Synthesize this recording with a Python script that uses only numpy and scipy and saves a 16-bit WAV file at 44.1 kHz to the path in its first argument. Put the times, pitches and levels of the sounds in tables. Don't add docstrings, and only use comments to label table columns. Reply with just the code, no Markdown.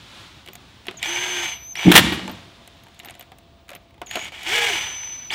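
import sys
import numpy as np
from scipy import signal
from scipy.fft import rfft, irfft, next_fast_len
from scipy.io import wavfile

SR = 44100
rng = np.random.default_rng(int(sys.argv[2]) if len(sys.argv) > 2 else 0)


def voltage_ratio(level):
    return 10 ** (np.asarray(level, float) / 20)


def generate_wav(sig):
    pcm = np.round(np.clip(np.atleast_2d(sig).T, -1, 1) * 32767).astype(np.int16)
    wavfile.write(sys.argv[1], SR, pcm)


N = 235714
TIME = np.arange(N) / SR

# time in seconds, rotor turns per second, gear rattle in dB.
RUNS = [
    [(.985, 120, -51), (1.04, 250, -28), (1.095, 304, -27.5), (1.26, 324, -28), (1.442, 309, -25.5),
     (1.47, 265, -26.5), (1.53, 230, -33.5), (1.575, 150, -46.5), (1.64, 58, -64)],
    [(1.752, 150, -40.5), (1.79, 180, -27.5), (1.915, 250, -24)],
    [(4.062, 90, -63.5), (4.13, 100, -36.5), (4.16, 105, -32), (4.19, 110, -36), (4.28, 125, -35),
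     (4.31, 130, -61)],
    [(4.32, 190, -41), (4.445, 200, -35.5), (4.478, 290, -26), (4.555, 424, -22.5), (4.666, 413, -23),
     (4.71, 362, -23.5), (4.78, 240, -25.5), (4.94, 130, -36), (5.28, 52, -51)],
    [(5.305, 150, -31.5), (5.333, 280, -26.5), (5.345, 260, -14.5)],
]


def rms_one(x):
    return x / np.sqrt(np.mean(x ** 2) + 1e-20)


def in_time(rows, silent=-120):
    s, *columns = np.transpose(rows)
    return [np.interp(TIME, s, c, left=silent, right=silent) for c in columns]


def at_hz(points, hz):
    points_hz, value = np.transpose(points)
    return np.interp(np.log(np.maximum(hz, 1)), np.log(points_hz), value)


def colour(x, points):
    size = next_fast_len(N + 8192)
    fold = irfft(np.log(voltage_ratio(at_hz(points, np.arange(4097) * SR / 8192))))
    fold[1:4096] *= 2
    fold[4097:] = 0
    impulse = irfft(np.exp(rfft(fold)))
    return rms_one(irfft(rfft(x, size) * rfft(impulse, size), size)[:N])


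def band(x, low_hz, high_hz):
    return signal.sosfilt(signal.butter(2, [low_hz, high_hz], "band", fs=SR, output="sos"), x)


def drift(rate_hz):
    r = np.exp(-2 * np.pi * rate_hz / SR)
    return rms_one(signal.lfilter([1], [1, -2 * r, r * r], rng.standard_normal(N + SR))[SR:])


def ring(clicks, hz, t60_s):
    r, w = voltage_ratio(-60 / (t60_s * SR)), 2 * np.pi * hz / SR
    return signal.lfilter([0, np.sin(w)], [1, -2 * r * np.cos(w), r * r], clicks + 1e-18)


def strike(times_s, db, modes, spread_db):
    at, out = (np.array(times_s) * SR).astype(int), np.zeros(N)
    luck = rng.standard_normal((len(at), len(modes)))
    for k, (hz, level_db, t60_s) in enumerate(modes):
        clicks = np.zeros(N)
        clicks[at] = voltage_ratio(db + level_db + spread_db * luck[:, k])
        out += ring(clicks, hz, t60_s) * (-1) ** k
    return out


def bursts(times_s, db, t60_s):
    clicks = np.zeros(N)
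    clicks[(np.array(times_s) * SR).astype(int)] = voltage_ratio(db)
    return signal.lfilter([1], [1, -voltage_ratio(-60 / (t60_s * SR))], clicks)


def whine():
    # time in seconds, pitch in Hz, level in dB.
    stretches = [
        [(1.03, 6280, -43), (1.08, 6290, -36), (1.466, 6300, -35), (1.52, 6230, -34.5), (1.6, 6000, -47.5),
         (1.7, 6220, -37), (1.728, 6260, -32), (1.731, 6000, -41), (1.75, 5980, -51.5)],
        [(1.757, 5980, -40), (1.768, 6000, -35), (1.79, 6000, -41.5), (1.865, 5980, -37.5), (1.875, 6030, -44),
         (1.915, 5790, -58)],
        [(4.462, 6000, -40), (4.5, 5950, -52), (4.55, 6070, -56), (4.69, 6060, -37.5), (4.85, 6077, -34.5),
         (5.14, 6050, -34), (5.299, 6000, -41)],
        [(5.298, 5500, -26), (5.307, 5500, -26), (5.312, 5500, -38), (5.345, 5500, -33)],
    ]
    # share of pitch climbed at the pull, climb time in seconds, unsteadiness share, octave in dB.
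    pulls = [
        (.3, 0.013, 0.0017, -56),
        (0.29, .007, .002, -54.5),
        (.21, 0.024, .0006, -64),
        (.64, .017, .04, -48),
    ]
    # start in seconds, length in seconds, pitch in Hz, level in dB,
    # stumble delay in seconds.
    feathers = [
        (0.971, .03, 6770, -40, .019),
        (4.062, .2, 6760, -43, 0.026),
    ]
    # time in seconds, pitch drop in Hz.
    bites = [
        (1.09, 230),
        (1.148, 230),
        (1.215, 101.1),
        (1.313, 210),
        (1.524, 90),
        (1.617, 90),
    ]
    fade_in_db, fade_in_s = -19, 0.0028
    stumble_hz, stumble_db, stumble_width_s = 545, -3, 0.007
    sag_hz_per_s, release_s = 570, 0.0083
    grip_s, recovery_s, bite_db_per_hz = .004, .025, -0.03

    load, flutter = drift(170), voltage_ratio(1.5 * drift(90))
    hz, first, octave = np.zeros((3, N))
    for rows, (climb, climb_s, waver, octave_db) in zip(stretches, pulls):
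        pitch_hz, first_db = in_time(rows)
        held = pitch_hz > 0
        since_s = np.maximum(TIME - rows[0][0], 0)
        first_db += (climb > 0) * fade_in_db * np.exp(-since_s / fade_in_s)
        pitch_hz = pitch_hz * (1 - climb * np.exp(-since_s / climb_s)) * (1 + waver * load)
        hz = np.where(held, pitch_hz, hz)
        first = np.where(held, voltage_ratio(first_db), first)
        octave = np.where(held, voltage_ratio(octave_db), octave)

    for start_s, length_s, pitch_hz, db, stumble_s in feathers:
        held = (TIME >= start_s) & (TIME < start_s + length_s)
        since_s = TIME - start_s
        dip = np.exp(-((since_s - stumble_s) / stumble_width_s) ** 2)
        sung_hz = (pitch_hz - sag_hz_per_s * since_s - stumble_hz * dip) * (1 + 0.01 * load)
        level = voltage_ratio(db + stumble_db * dip) * np.clip((length_s - since_s) / release_s, 0, 1)
        hz = np.where(held, sung_hz, hz)
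        first = np.where(held, level, first)
        octave = np.where(held, level * voltage_ratio(-24), octave)

    drop_hz = np.zeros(N)
    for bite_s, depth_hz in bites:
        since_s = TIME - bite_s
        grip = np.clip(since_s / grip_s + 1, 0, 1)
        drop_hz += depth_hz * grip * np.exp(-np.maximum(since_s, 0) / recovery_s)
    first = first * voltage_ratio(-bite_db_per_hz * drop_hz)
    phase = 2 * np.pi * np.cumsum(hz - drop_hz) / SR
    return np.sqrt(2) * flutter * (first * np.sin(phase) + octave * np.sin(2 * phase))


def motor():
    per_s = np.maximum(in_time(sum(RUNS, []), silent=0)[0], 50)
    turns = np.cumsum(per_s * (1 + .008 * drift(40))) / SR
    return gears_and_fan(per_s, turns) + rotor_hum(per_s, turns)


def gears_and_fan(per_s, turns):
    # centre in Hz, width in Hz, level in dB.
    resonances = [(790, 110, -15.5), (1667, 45, -5.5), (2260, 130, 1), (2680, 220, -2), (2865, 260, 4),
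                  (3430, 416, -3.5)]
    # frequency in Hz, density in dB per Hz.
    gear_tone = [(180, -57.5), (300, -21), (353, -2), (527, -10.5), (860, 3.5), (1130, -7.5), (2290, 4.5),
                 (4910, -15.5), (6000, -44), (7800, -44), (13200, -120)]
    # frequency in Hz, density in dB per Hz.
    fan_tone = [(2350, -16), (4000, -3), (5740, -1), (7670, -3), (10800, -14), (14100, -14.5), (15500, -17)]
    fan_levels_db = [-14, -15.5, -10, -12.5, -14]
    fan_db_per_octave = 3

    once_share = .5 * (per_s / 400) ** 2
    once = (np.diff(np.floor(turns), prepend=0) > 0) * voltage_ratio(3.5 * rng.standard_normal(N).clip(-2, 1.5))
    beat = 1 + 0.22 * np.cos(2 * np.pi * turns)
    knocks_per_s = 14 * per_s
    teeth = (rng.random(N) < knocks_per_s / SR) * voltage_ratio(2.5 * rng.exponential(1, N).clip(0, 3))
    teeth = teeth * rng.choice([-1, 1], N) / np.sqrt(knocks_per_s)
    clumps = voltage_ratio(1.3 * drift(80) + .8 * drift(30))
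    teeth = (rms_one(teeth) * beat + once_share * once * np.sqrt(SR / per_s)) * clumps

    tuned = np.zeros(N)
    for k, (hz, width_hz, db) in enumerate(resonances):
        tuned += voltage_ratio(db) * rms_one(ring(teeth, hz, 2.9 / width_hz)) * np.sqrt(width_hz) * (-1) ** k
    housing = rms_one(0.79 * rms_one(tuned) + 0.71 * colour(teeth, gear_tone))
    fan = colour(rng.standard_normal(N) * beat * clumps + 0.067 * teeth, fan_tone)

    out = np.zeros(N)
    for rows, fan_db in zip(RUNS, fan_levels_db):
        housing_db = in_time(rows)[1]
        fan_db = fan_db + fan_db_per_octave * np.log2(per_s / 300)
        out += voltage_ratio(housing_db + 0.3) * housing + voltage_ratio(housing_db + fan_db + 2.5) * fan
    return out


def rotor_hum(per_s, turns):
    # multiple of rotor speed, level over the hum in dB.
    multiples = [(2, 3), (3, -10), (4, 5), (5, -2)]
    window_centres_hz, window_width_hz = (860, 1660), 150
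    db_at_300_turns, db_per_octave = -39.5, 7
    full_turns_per_s, fall_db_per_turn = 285, .55
    carrier_ratio = 1.13

    running = np.max([in_time(rows)[0] > 0 for rows in RUNS], axis=0)
    hum_db = db_at_300_turns + db_per_octave * np.log2(per_s / 300)
    hum_db = hum_db - fall_db_per_turn * np.maximum(full_turns_per_s - per_s, 0)
    hum_db = np.where(running, hum_db, -120)
    out = np.sqrt(2) * voltage_ratio(hum_db + 1.8 * drift(37)) * np.sin(2 * np.pi * carrier_ratio * turns)
    for multiple, db in multiples:
        window = sum(1 / (1 + ((multiple * per_s - hz) / window_width_hz) ** 4) for hz in window_centres_hz)
        level = window * voltage_ratio(hum_db + db + 2.9 * drift(27))
        out += np.sqrt(2) * level * np.sin(2 * np.pi * multiple * turns)
    return out


def contacts():
    # time in seconds, peak in dB, snap in dB.
    bit_ticks = [(0.4619, -35.5, -3.5), (.5324, -39, -2), (0.5538, -32.5, 1), (0.8682, -27, -7.5),
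                 (2.6755, -36, -1.5), (2.836, -50, 5), (2.945, -49, -2), (2.992, -39, 2), (3.048, -35, 0.5),
                 (3.0975, -34.5, -6), (3.1078, -35, -5.5), (3.1518, -35.5, -12), (3.1952, -35, -8),
                 (3.2093, -31, -6), (3.2254, -40, -3.5), (3.3854, -43.5, 1), (3.6824, -44, -8),
                 (3.6914, -28.5, -8), (3.7034, -33.5, -4), (3.7324, -30, -14), (3.7507, -31.5, -1),
                 (4.2474, -42, 6), (4.432, -41.5, 8.5)]
    # time in seconds, peak in dB.
    dry_clicks = [(.4752, -29.5), (.855, -36), (1.0284, -10.5), (1.7547, -18.5), (2.9992, -28),
                  (3.0854, -27), (3.1408, -38.5), (3.907, -43.5), (3.9424, -43.5), (4.069, -30),
                  (4.0928, -33.5), (4.1111, -16.5), (4.1424, -28), (4.4484, -27)]
    # time in seconds, peak in dB.
    dull_bumps = [
        (.8832, -17),
        (.8924, -36),
        (2.1224, -12),
        (2.1924, -22),
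        (3.0739, -35),
        (3.7604, -35.5),
    ]
    # time in seconds, peak in dB, body in dB, body pitch in Hz.
    casing_knocks = [(.486, -30, -3, 374), (.9106, -29, -2.5, 413), (.9414, -44.5, 9, 655),
                     (2.2783, -26.5, 4, 872), (2.2954, -27.5, 4, 247), (2.8676, -43, 2, 918),
                     (2.8844, -43.5, -2, 753), (3.0337, -38.5, 0, 695), (3.0571, -34.5, 0, 810),
                     (3.3184, -37.5, 4, 755), (3.7154, -35.5, 4, 580), (3.9793, -47, 3.5, 858),
                     (4.0164, -26, 5.5, 715), (4.156, -14.5, -2.5, 712), (4.1694, -25.5, 6.5, 646),
                     (4.3211, -34.5, 2, 740)]
    # frequency in Hz, level in dB, t60 in seconds.
    shell_modes = [(1553, -11, 0.075), (2020, 4.5, 0.032), (2240, 5, 0.022), (2950, 2, 0.029),
                   (3170, 0.5, .03), (4195, -57, 0.012)]
    # frequency in Hz, level in dB, t60 in seconds.
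    edge_modes = [(6620, -4.5, 0.032), (7400, 5, 0.0094), (8880, 8.5, 0.0027), (10290, -25.5, 0.0023),
                  (11530, -35, 0.003), (14450, -5.5, .008)]

    # time in seconds, peak in dB, body in dB, body pitch in Hz, snap in dB.
    rows = [(s, db, -19.5, 720, -14) for s, db in dry_clicks]
    rows += [(s, db, -5, 370, -22.5) for s, db in dull_bumps]
    rows += [(s, db, -5, 713, snap_db) for s, db, snap_db in bit_ticks]
    rows += [(*row, -10) for row in casing_knocks]
    s, db, body_db, body_hz, snap_db = np.transpose(rows)

    noise = rng.standard_normal((3, N))
    snap = band(noise[0] * bursts(s, db + snap_db - 1, 0.019), 4700, 14000)
    snap += strike(s, db + snap_db - 13, edge_modes, spread_db=6)
    crack = bursts(s, db + 2, .015) + bursts(s, db - 7, .08)
    rattle = band(band(noise[1] * crack, 1700, 3800), 1500, 4200)
    rattle += strike(s, db - 20, shell_modes, spread_db=3)
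    body = band(noise[2] * bursts(s, db + body_db + 0.5, 0.089), 195, 1500)
    after_s = np.arange(2600) / SR
    for at, level_db, hz in zip((s * SR).astype(int), db + body_db - 6.0, body_hz):
        knock = voltage_ratio(level_db - 60 * after_s / 0.078) * np.sin(2 * np.pi * hz * after_s)
        body[at:at + len(after_s)] += knock[:N - at]
    return snap + rattle + body


def bit_ring():
    # time in seconds, peak in dB.
    touches = [(0.533, -36), (0.5524, -39), (2.314, -36), (2.768, -57), (2.836, -57), (3.057, -34.5),
               (3.1945, -33), (3.4323, -64.5), (3.7524, -39), (3.7626, -49)]
    hz, t60_s = 13800, .04
    s, db = np.transpose(touches)
    return strike(s, db - 3, [(hz, 0, t60_s), (hz * 1.02, -4, t60_s / 2)], spread_db=1.5)


def bench():
    # time in seconds, level in dB.
    thumps = [
        (1.85, -6.5),
        (1.86, -4.5),
        (1.865, 1),
        (1.872, 3.5),
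        (1.895, 1.5),
        (1.94, -7.5),
    ]
    # frequency in Hz, level in dB, t60 in seconds.
    modes = [(106, -20, 0.36), (132, -27.5, 0.29), (183.2, -3, 0.18), (241.5, -4, .12), (298, -5, 0.13),
             (338, -3.5, 0.11), (400, -12, 0.053), (845, -22.5, 0.018), (1200, -24.5, 0.025)]
    start_s, gap_s, first_db, loss_db = 1.96, .024, -9, 1.66
    rocks = [(start_s + gap_s * (k + rng.uniform(-.4, .4)), first_db - loss_db * k) for k in range(18)]
    s, db = np.transpose(thumps + rocks)
    return band(band(strike(s, db - 6, modes, spread_db=3.0), 85, 1200), 75, 1500)


def clatter():
    # start in seconds, level in dB, length in seconds.
    grips = [(1.916, -4, 0.011), (1.931, -14, 0.01), (1.94, -11, 0.017), (1.953, 0, 0.0095),
             (1.961, 8.5, 0.0099), (1.976, 7, .008), (1.986, -7, .011), (1.992, -14.5, 0.018),
             (2.091, -36, 0.016), (2.124, -27.5, 0.032)]
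    # frequency in Hz, density in dB per Hz.
    tone = [(240, -57.5), (400, -3), (543, -12.5), (604, -7), (1260, -7.5), (1740, -2.5), (2220, -6.5),
            (3400, -2), (4690, -17.5), (15500, -20.5)]
    level = np.zeros(N)
    for start_s, db, length_s in grips:
        since_s = np.maximum(TIME - start_s, 0)
        level += voltage_ratio(db) * (TIME >= start_s) * np.exp(-(since_s / length_s) ** 3)
    return 0.67 * level * colour(rng.standard_normal(N) * voltage_ratio(0.57 * drift(350)), tone)


def room(x):
    # frequency in Hz, t60 in seconds.
    decay = [(100, .6), (500, .55), (2500, .6), (6000, .45), (10000, .28), (14000, .12)]
    size = next_fast_len(N + SR)
    hz = np.arange(size // 2 + 1) * SR / size
    t60_s, echo = at_hz(decay, hz), 0
    for k, lag_s in enumerate(rng.uniform(.02, .07, 24)):
        loop = voltage_ratio(-60 * lag_s / t60_s) * np.exp(-2j * np.pi * hz * lag_s)
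        echo = echo + loop / (1 - loop) * (-1) ** k
    for lag_s in (.0013, .0031, .0053, .0089, .0137):
        delay = np.exp(-2j * np.pi * hz * lag_s)
        echo = echo * (delay - .6) / (1 - .6 * delay)
    return irfft(rfft(x, size) * echo, size)[:N] / np.sqrt(24)


def linger(x):
    r = voltage_ratio(-120 / SR)
    return np.sqrt(signal.lfilter([1 - r], [1, -r], x ** 2))


def air(near):
    # time in seconds, draught in dB.
    draught_levels = [(0, -48.5), (.2, -44), (.45, -52.5), (.93, -52.5), (1.65, -71.5), (2.5, -52.5),
                      (3.1, -55.5), (3.35, -60), (4.0, -63.5), (5.345, -51.5)]
    # frequency in Hz, density in dB per Hz.
    hiss_tone = [(470, -34.5), (851, -7), (1330, -5), (2130, -6.5), (3600, -2.5), (4600, -10), (7540, -19),
                 (15500, -34.5)]
    # frequency in Hz, density in dB per Hz.
    rumble_tone = [(12, -51), (20, -27), (60, 2.5), (92, 0.5), (162, -7), (285, -11), (344, -11.5),
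                   (460, -18), (546, -15), (1200, -19), (1560, -48), (2640, -120)]
    hall_hiss_db, hall_rumble_db, rumble_over_hiss_db = -20, -12.5, -8
    far_start_s, far_db, far_fade_db_per_s = .85, -56, 1.0

    draught = voltage_ratio(in_time(draught_levels)[0])
    hiss = np.hypot(draught, voltage_ratio(hall_hiss_db) * linger(band(near, 1000, 5000)))
    hiss = hiss * voltage_ratio(0.62 * drift(6.6)) * colour(rng.standard_normal(N), hiss_tone)
    low = voltage_ratio(1.0 * drift(10)) * colour(rng.standard_normal(N), rumble_tone)
    swell = voltage_ratio(rumble_over_hiss_db) * draught + voltage_ratio(hall_rumble_db) * linger(band(near, 90, 470))
    rumble = voltage_ratio(-53.5) * low + swell * band(low, 90, 1500)
    far = (TIME > far_start_s) * voltage_ratio(far_db - far_fade_db_per_s * TIME + 1.4 * drift(6))
    far_tone = far * np.sin(2 * np.pi * 678 * TIME + 0.31 * drift(5))
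    electronic = band(band(rng.standard_normal(N), 15450, 15650), 15450, 15650)
    return hiss + rumble + far_tone + voltage_ratio(-76) * rms_one(electronic)


def scene():
    near = whine() + motor() + contacts() + bit_ring() + bench() + clatter()
    room_db = -17.5
    return (near + voltage_ratio(room_db) * room(near) + air(near))[None]


def low_pass(x):
    return signal.sosfilt(signal.butter(12, 15610, fs=SR, output="sos"), x)


def record(dry):
    hard = dry / (1 + np.abs(dry) ** 8) ** (1 / 8)
    return low_pass(hard)


dry = scene()
out = record(dry)
generate_wav(out)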